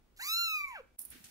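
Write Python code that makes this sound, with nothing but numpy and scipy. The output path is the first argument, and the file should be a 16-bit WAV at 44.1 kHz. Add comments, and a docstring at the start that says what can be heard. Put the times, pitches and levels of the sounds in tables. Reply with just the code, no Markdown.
"""Faint room tone and a small smack of the lips, then one high meow: a kitten close to a stereo pair
of microphones in a small room. Its vocal folds rasp as the mouth opens, ring clear at the top of the
pitch arch, and turn dull as the pitch falls and the mouth shuts. The level dips briefly; then, over
louder room tone, cloth is scratched, brushed and softly bumped nearby, mostly on the right."""
import sys
import numpy as np
from scipy import signal
from scipy.fft import rfft, irfft, next_fast_len
from scipy.io import wavfile
from scipy.ndimage import uniform_filter1d, map_coordinates

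SR = 44100
rng = np.random.default_rng(int(sys.argv[2]) if len(sys.argv) > 2 else 0)


def wav_record(signal):
    """Record a signal, one row per channel, as 16-bit PCM in the file named by sys.argv[1]."""
    frames = np.transpose(np.atleast_2d(signal))
    bounded = np.clip(frames, -1, 1)
    # unit amplitude maps onto the largest positive 16-bit level
    quanta = np.round(bounded * 32767).astype(np.int16)
    wavfile.write(sys.argv[1], SR, quanta)


N = 57330

# room tone behind the kitten and behind the cloth (frequency [Hz], relative level [dB])
KITTEN_ROOM_TONE = [(20, -1.5), (65, -1.5), (107, -13), (234, -11), (472, -17.5), (16000, -42.5)]
CLOTH_ROOM_TONE = [(20, -40), (60, 1), (100, -17.5), (250, -4.5), (450, -17), (5000, -22.5), (15000, -15.5)]
# how alike the room tone is at the two microphones (frequency [Hz], correlation [0..1])
TONE_CORRELATION = [(40, .93), (150, 0.41), (5000, 0.031)]
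# decay of the small room (frequency [Hz], t60 [s])
ROOM_T60 = [(300, 0.27), (14000, 0.35)]
# narrow room resonances that ring on after the voice (frequency [Hz], width [Hz], gain [dB])
ROOM_MODES = [(455, 14, -9), (495, 25, -11), (2288, 6, -7), (2318, 5, -3), (2348, 8, -9)]

# crisp scratches on the cloth (time [s], level [dB], t60 [s])
SCRATCHES = [(.9865, -43, .03), (.99, -36, .022), (.9992, -41, .025), (1.006, -48, .1), (1.013, -46, .13),
             (1.0502, -40, .033), (1.1012, -41.5, .03), (1.112, -52, .1)]
# duller brushes over it (time [s], level [dB], rise [s], t60 [s], tilt [dB per octave])
BRUSHES = [(1.105, -55.5, 0.02, 0.53, -3), (1.239, -50, 0.0041, 0.1, 5.5), (1.251, -58, 0.0089, 0.48, 3)]
# spectra of the scratches and brushes (frequency [Hz], relative level [dB])
SCRATCH_COLOUR = [(500, -25), (3800, -25), (5400, -13), (6400, -17), (8400, -6), (9500, 4), (10500, 3),
                  (11500, 5), (13000, -4), (15000, -3.5)]
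BRUSH_COLOUR = [(300, -1.5), (900, -18), (1450, 7), (2700, 8), (10200, -1), (15000, -16)]
# soft bumps (time [s], level [dB], frequency [Hz])
BUMPS = [(1.101, -59.5, 66.4), (1.152, -57.5, 290), (1.203, -58.5, 191.7), (1.238, -60, 75)]
# how each source is heard at the two microphones, the left one duller in the high treble (frequency [Hz], left
# minus right [dB])
CLOTH_BALANCE = [(60, -2), (240, -12.5), (950, -2), (3770, 0), (15000, -8.5)]
KITTEN_BALANCE = [(2500, -1), (9500, 0.5), (11000, -13)]

# faint smacks of lips and tongue (time [s], level [dB], t60 [s])
SMACKS = [(.163, -61, .02), (.171, -59, .15), (.679, -65, .05)]
# air hissing through the mouth (time [s], level [dB])
BREATH_LEVEL = [(.155, -100), (.172, -69), (.195, -61), (.22, -47.5), (.28, -49), (.35, -70), (.65, -70),
                (.69, -61), (.85, -95)]
# spectra of that breath and of the rasp in the throat (frequency [Hz], relative level [dB])
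BREATH_COLOUR = [(400, -19.5), (2100, 11.5), (3200, -17), (4600, -3), (7000, 13), (8500, 2.5), (10000, 6.5),
                 (16000, 1)]
RASP_COLOUR = [(700, -39), (2000, 5.5), (2600, 10.5), (3600, -10.5), (8000, -25)]
# raggedness of the vocal folds (time [s], jitter [share of the pitch])
JITTER = [(.19, 0.036), (.25, 0.033), (.29, .011), (.32, 0.003), (.41, 0.0005), (.52, 0.001), (.68, 0.0056),
          (.785, 0.03), (.805, .015)]
# the arch of the meow (time [s], pitch [Hz])
MEOW_PITCH = [(.19, 735), (.205, 828), (.22, 960), (.25, 1128), (.3, 1282), (.345, 1343), (.385, 1381),
              (.435, 1380), (.5, 1295), (.56, 1244), (.607, 1164), (.64, 1160), (.7, 1057), (.755, 865),
              (.778, 645), (.802, 515), (.815, 455)]
# strength of the voice (time [s], level [dB])
VOICE_EFFORT = [(.196, -53.5), (.207, -53.5), (.23, -54.5), (.28, -45.5), (.335, -41), (.43, -42.5),
                (.49, -42), (.648, -46.5), (.663, -54), (.687, -47), (.755, -46), (.785, -50.5),
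                (.806, -52)]
# resonances of throat and mouth, and the uneven levels of the highest harmonics (frequency [Hz], gain [dB])
THROAT_GAIN = [(500, 3), (700, -9), (1000, -1), (1350, 0.5), (2750, 7.5), (3200, -39), (3700, -6),
               (4080, 6.5), (4600, -3), (5500, -8.5), (6900, -9.5), (7750, -17), (8300, -17.5),
               (11000, -20.5), (12100, -22.5), (13000, -9), (14300, -11.5), (15300, -16)]
# second harmonic against the voice's strength (time [s], gain [dB])
SECOND_HARMONIC = [(.2, 8), (.235, 8), (.28, 0), (.5, 5), (.555, 10), (.58, 9), (.595, 4), (.612, 11),
                   (.624, -2), (.645, 12), (.68, 1.5), (.7, -9), (.745, -13), (.758, 2), (.785, -2.5),
                   (.81, -17)]
# harmonics from the third up, which only an open mouth lets out (time [s], gain [dB])
MOUTH_TREBLE = [(.198, -14), (.225, 6), (.27, 6), (.35, 3), (.43, 3.5), (.48, -2.5), (.58, -4.5),
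                (.63, -14.5), (.665, -32.5)]

DIP_START_S, DIP_END_S = 0.965, 0.983
KITTEN_TONE_DB, CLOTH_TONE_DB = -68, -60
WALLS_DB, KITTEN_REVERB_DB, CLOTH_REVERB_DB = -23, -10.5, -15.5
CLICK_RISE_S = 0.0027  # scratches and smacks
GLIDE_S, QUAVER_SHARE, SHIMMER_DB, FLUTTER_DB = .022, 0.0018, 0.5, .3
JITTER_PER_S, QUAVER_PER_S, SHIMMER_PER_S, FLUTTER_PER_S = 650, 130, 180, 45
TIME = np.arange(N) / SR


def amp(db):
    """Decibels to gain."""
    return 10 ** (np.asarray(db) / 20)


def unit(x):
    """Scale to rms 1."""
    return x / np.sqrt(np.mean(x ** 2) + 1e-20)


def along(points, hz):
    """Read (frequency, value) points on a log axis."""
    freqs, values = np.transpose(points)
    return np.interp(np.log(hz + 1), np.log(freqs + 1), values)


def curve(points):
    """Read (time, value) points at every sample."""
    return np.interp(TIME, *np.transpose(points))


def wobble(per_s):
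    """A smooth random curve with per_s knots a second."""
    return map_coordinates(rng.standard_normal(N // 4), [TIME * per_s], mode="wrap")


def burst(start, rise, t60):
    """An envelope that rises straight and dies away."""
    age = TIME - start
    return np.clip(age / rise, 0, 1) * amp(-60 * np.maximum(age - rise, 0) / t60)


def filtered(x, response):
    """Pass x through a complex frequency response."""
    size = next_fast_len(N + SR // 2)
    return irfft(rfft(x, size) * response(np.fft.rfftfreq(size, 1 / SR)), size)[..., :N]


def resonance(hz, centre_hz, width_hz):
    """Response of one causal resonance, 1 at its centre."""
    return 1j * hz * width_hz / (centre_hz ** 2 - hz ** 2 + 1j * hz * width_hz)


def hiss(colour):
    """Coloured mono noise, rms 1."""
    return unit(filtered(rng.standard_normal(N), lambda hz: amp(along(colour, hz))))


def placed(x, balance):
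    """Set a source between the microphones by a level difference at each frequency."""
    return filtered(x, lambda hz: amp(np.array([[.5], [-.5]]) * along(balance, hz)))


def room_tone(colour):
    """Steady background, rms 1: the lower the frequency, the more alike at both microphones."""
    def mid_side(hz):
        angle = np.arccos(along(TONE_CORRELATION, hz)) / 2
        return amp(along(colour, hz)) * [np.cos(angle), np.sin(angle)]
    mid, side = filtered(rng.standard_normal((2, N)), mid_side)
    return unit(np.array([mid + side, mid - side]))


def reverb(x, build_s=.007):
    """The small room's diffuse tail, different at each microphone."""
    hz, t, spectra = signal.stft(rng.standard_normal((2, SR // 2)), SR, nperseg=256)
    decay = amp(-60 * t / along(ROOM_T60, hz)[:, None])
    tail = signal.istft(spectra * decay, SR, nperseg=256)[1]
    tail *= np.minimum(np.arange(tail.shape[1]) / SR / build_s, 1)
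    return signal.fftconvolve(x, tail / np.linalg.norm(tail[0]), axes=1)[:, :N]


def walls(x, count=8, latest_s=.008):
    """A few early reflections reach each microphone from the near walls."""
    delays = latest_s * rng.uniform(0.073, 1, (count, 2, 1))
    signs = rng.choice([-1, 1], (count, 2, 1))
    echoes = filtered(x, lambda hz: np.sum(signs * np.exp(-2j * np.pi * hz * delays), axis=0))
    return echoes / np.sqrt(count)


def room_modes(hz):
    """Response of the room's narrow resonances."""
    return sum(amp(db) * resonance(hz, centre, width) for centre, width, db in ROOM_MODES)


def fibres(colour, tilt_db=0, grain_db=2.5):
    """Stereo crackle of many fibres slipping with uneven strength, rms 1."""
    slips = rng.standard_normal((2, N)) * amp(grain_db * wobble(per_s=1500))
    return unit(filtered(slips, lambda hz: amp(along(colour, hz) + tilt_db * np.log2(1 + hz / 500))))


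def cloth():
    """Scratches, brushes and bumps nearby, mostly on the right; a thin ring runs through the rustle."""
    scratches = fibres(SCRATCH_COLOUR)
    scratches *= sum(amp(db) * burst(start, CLICK_RISE_S, t60) for start, db, t60 in SCRATCHES)
    brushes = sum(amp(db) * burst(start, rise, t60) * fibres(BRUSH_COLOUR, tilt)
                  for start, db, rise, t60, tilt in BRUSHES)
    bumps = np.zeros(N)
    for start, db, hz in BUMPS:
        thud = np.sin(2 * np.pi * hz * (TIME - start) + wobble(hz))
        bumps += amp(db) * burst(start, rise=0.0037, t60=0.1) * thud
    direct = placed(scratches + brushes + bumps, CLOTH_BALANCE)
    ringing_tail = filtered(
        reverb(direct), lambda hz: amp(CLOTH_REVERB_DB) + resonance(hz, centre_hz=9530, width_hz=130))
    return direct + ringing_tail


def smacks():
    """Lips and tongue part with short, bright ticks of noise."""
    noise = filtered(rng.standard_normal(N), lambda hz: resonance(hz, centre_hz=4330, width_hz=5000))
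    return unit(noise) * sum(amp(db) * burst(start, CLICK_RISE_S, t60) for start, db, t60 in SMACKS)


def rasp(gain_db=24.5):
    """Turbulence in the throat, strong where the voice is ragged: as it starts and as it collapses."""
    return amp(gain_db) * curve(JITTER) * hiss(RASP_COLOUR)


def meow(on_s=.19, off_s=.817, ramp_s=.01, count=18):
    """Vocal fold harmonics sweep through the throat's resonances; the closing mouth leaves only two."""
    pitch = uniform_filter1d(curve(MEOW_PITCH), int(GLIDE_S * SR) + 1)
    pitch *= 1 + QUAVER_SHARE * wobble(QUAVER_PER_S)
    ragged_pitch = pitch * (1 + curve(JITTER) * wobble(JITTER_PER_S))
    phase = 2 * np.pi * np.cumsum(ragged_pitch) / SR
    treble_db = curve(MOUTH_TREBLE)
    harmonics = np.zeros(N)
    for k in range(1, count + 1):
        hz = k * pitch
        db = curve(SECOND_HARMONIC) if k == 2 else along(THROAT_GAIN, hz) + treble_db * (k > 2)
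        flutter_db = k * FLUTTER_DB * wobble(FLUTTER_PER_S)  # higher harmonics flutter more
        harmonics += amp(db + flutter_db) * (hz < SR / 2) * np.sin(k * phase)
    voice = np.sqrt(2) * harmonics + rasp()
    gate = np.clip(np.minimum(TIME - on_s, off_s - TIME) / ramp_s, 0, 1)
    return voice * gate * amp(curve(VOICE_EFFORT) + SHIMMER_DB * wobble(SHIMMER_PER_S))


def kitten(left_lag_s=0.00017):
    """Smacks, meow and breath close to the pair and a little to the right, with the room's answer."""
    breath = hiss(BREATH_COLOUR) * amp(curve(BREATH_LEVEL))
    pair = placed(smacks() + meow() + breath, KITTEN_BALANCE)
    direct = filtered(pair, lambda hz: np.exp(1j * np.pi * hz * left_lag_s * np.array([[-1], [1]])))
    ring = filtered(pair, room_modes)
    return direct + ring + amp(WALLS_DB) * walls(pair) + amp(KITTEN_REVERB_DB) * reverb(pair)


def fader(inside_s, fade_s=0.0022, floor=.04):
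    """A quick fade between a low floor and full gain."""
    return np.clip(inside_s / fade_s, floor, 1)


def scene():
    """First the kitten, then the cloth, each over its own room tone, with a brief dip between."""
    kitten_part = kitten() + amp(KITTEN_TONE_DB) * room_tone(KITTEN_ROOM_TONE)
    cloth_part = cloth() + amp(CLOTH_TONE_DB) * room_tone(CLOTH_ROOM_TONE)
    return kitten_part * fader(DIP_START_S - TIME) + cloth_part * fader(TIME - DIP_END_S)


def record(dry):
    """Both microphone channels stop at 15.7 kHz."""
    return filtered(dry, lambda hz: hz < 15700)


dry = scene()
out = record(dry)
wav_record(out)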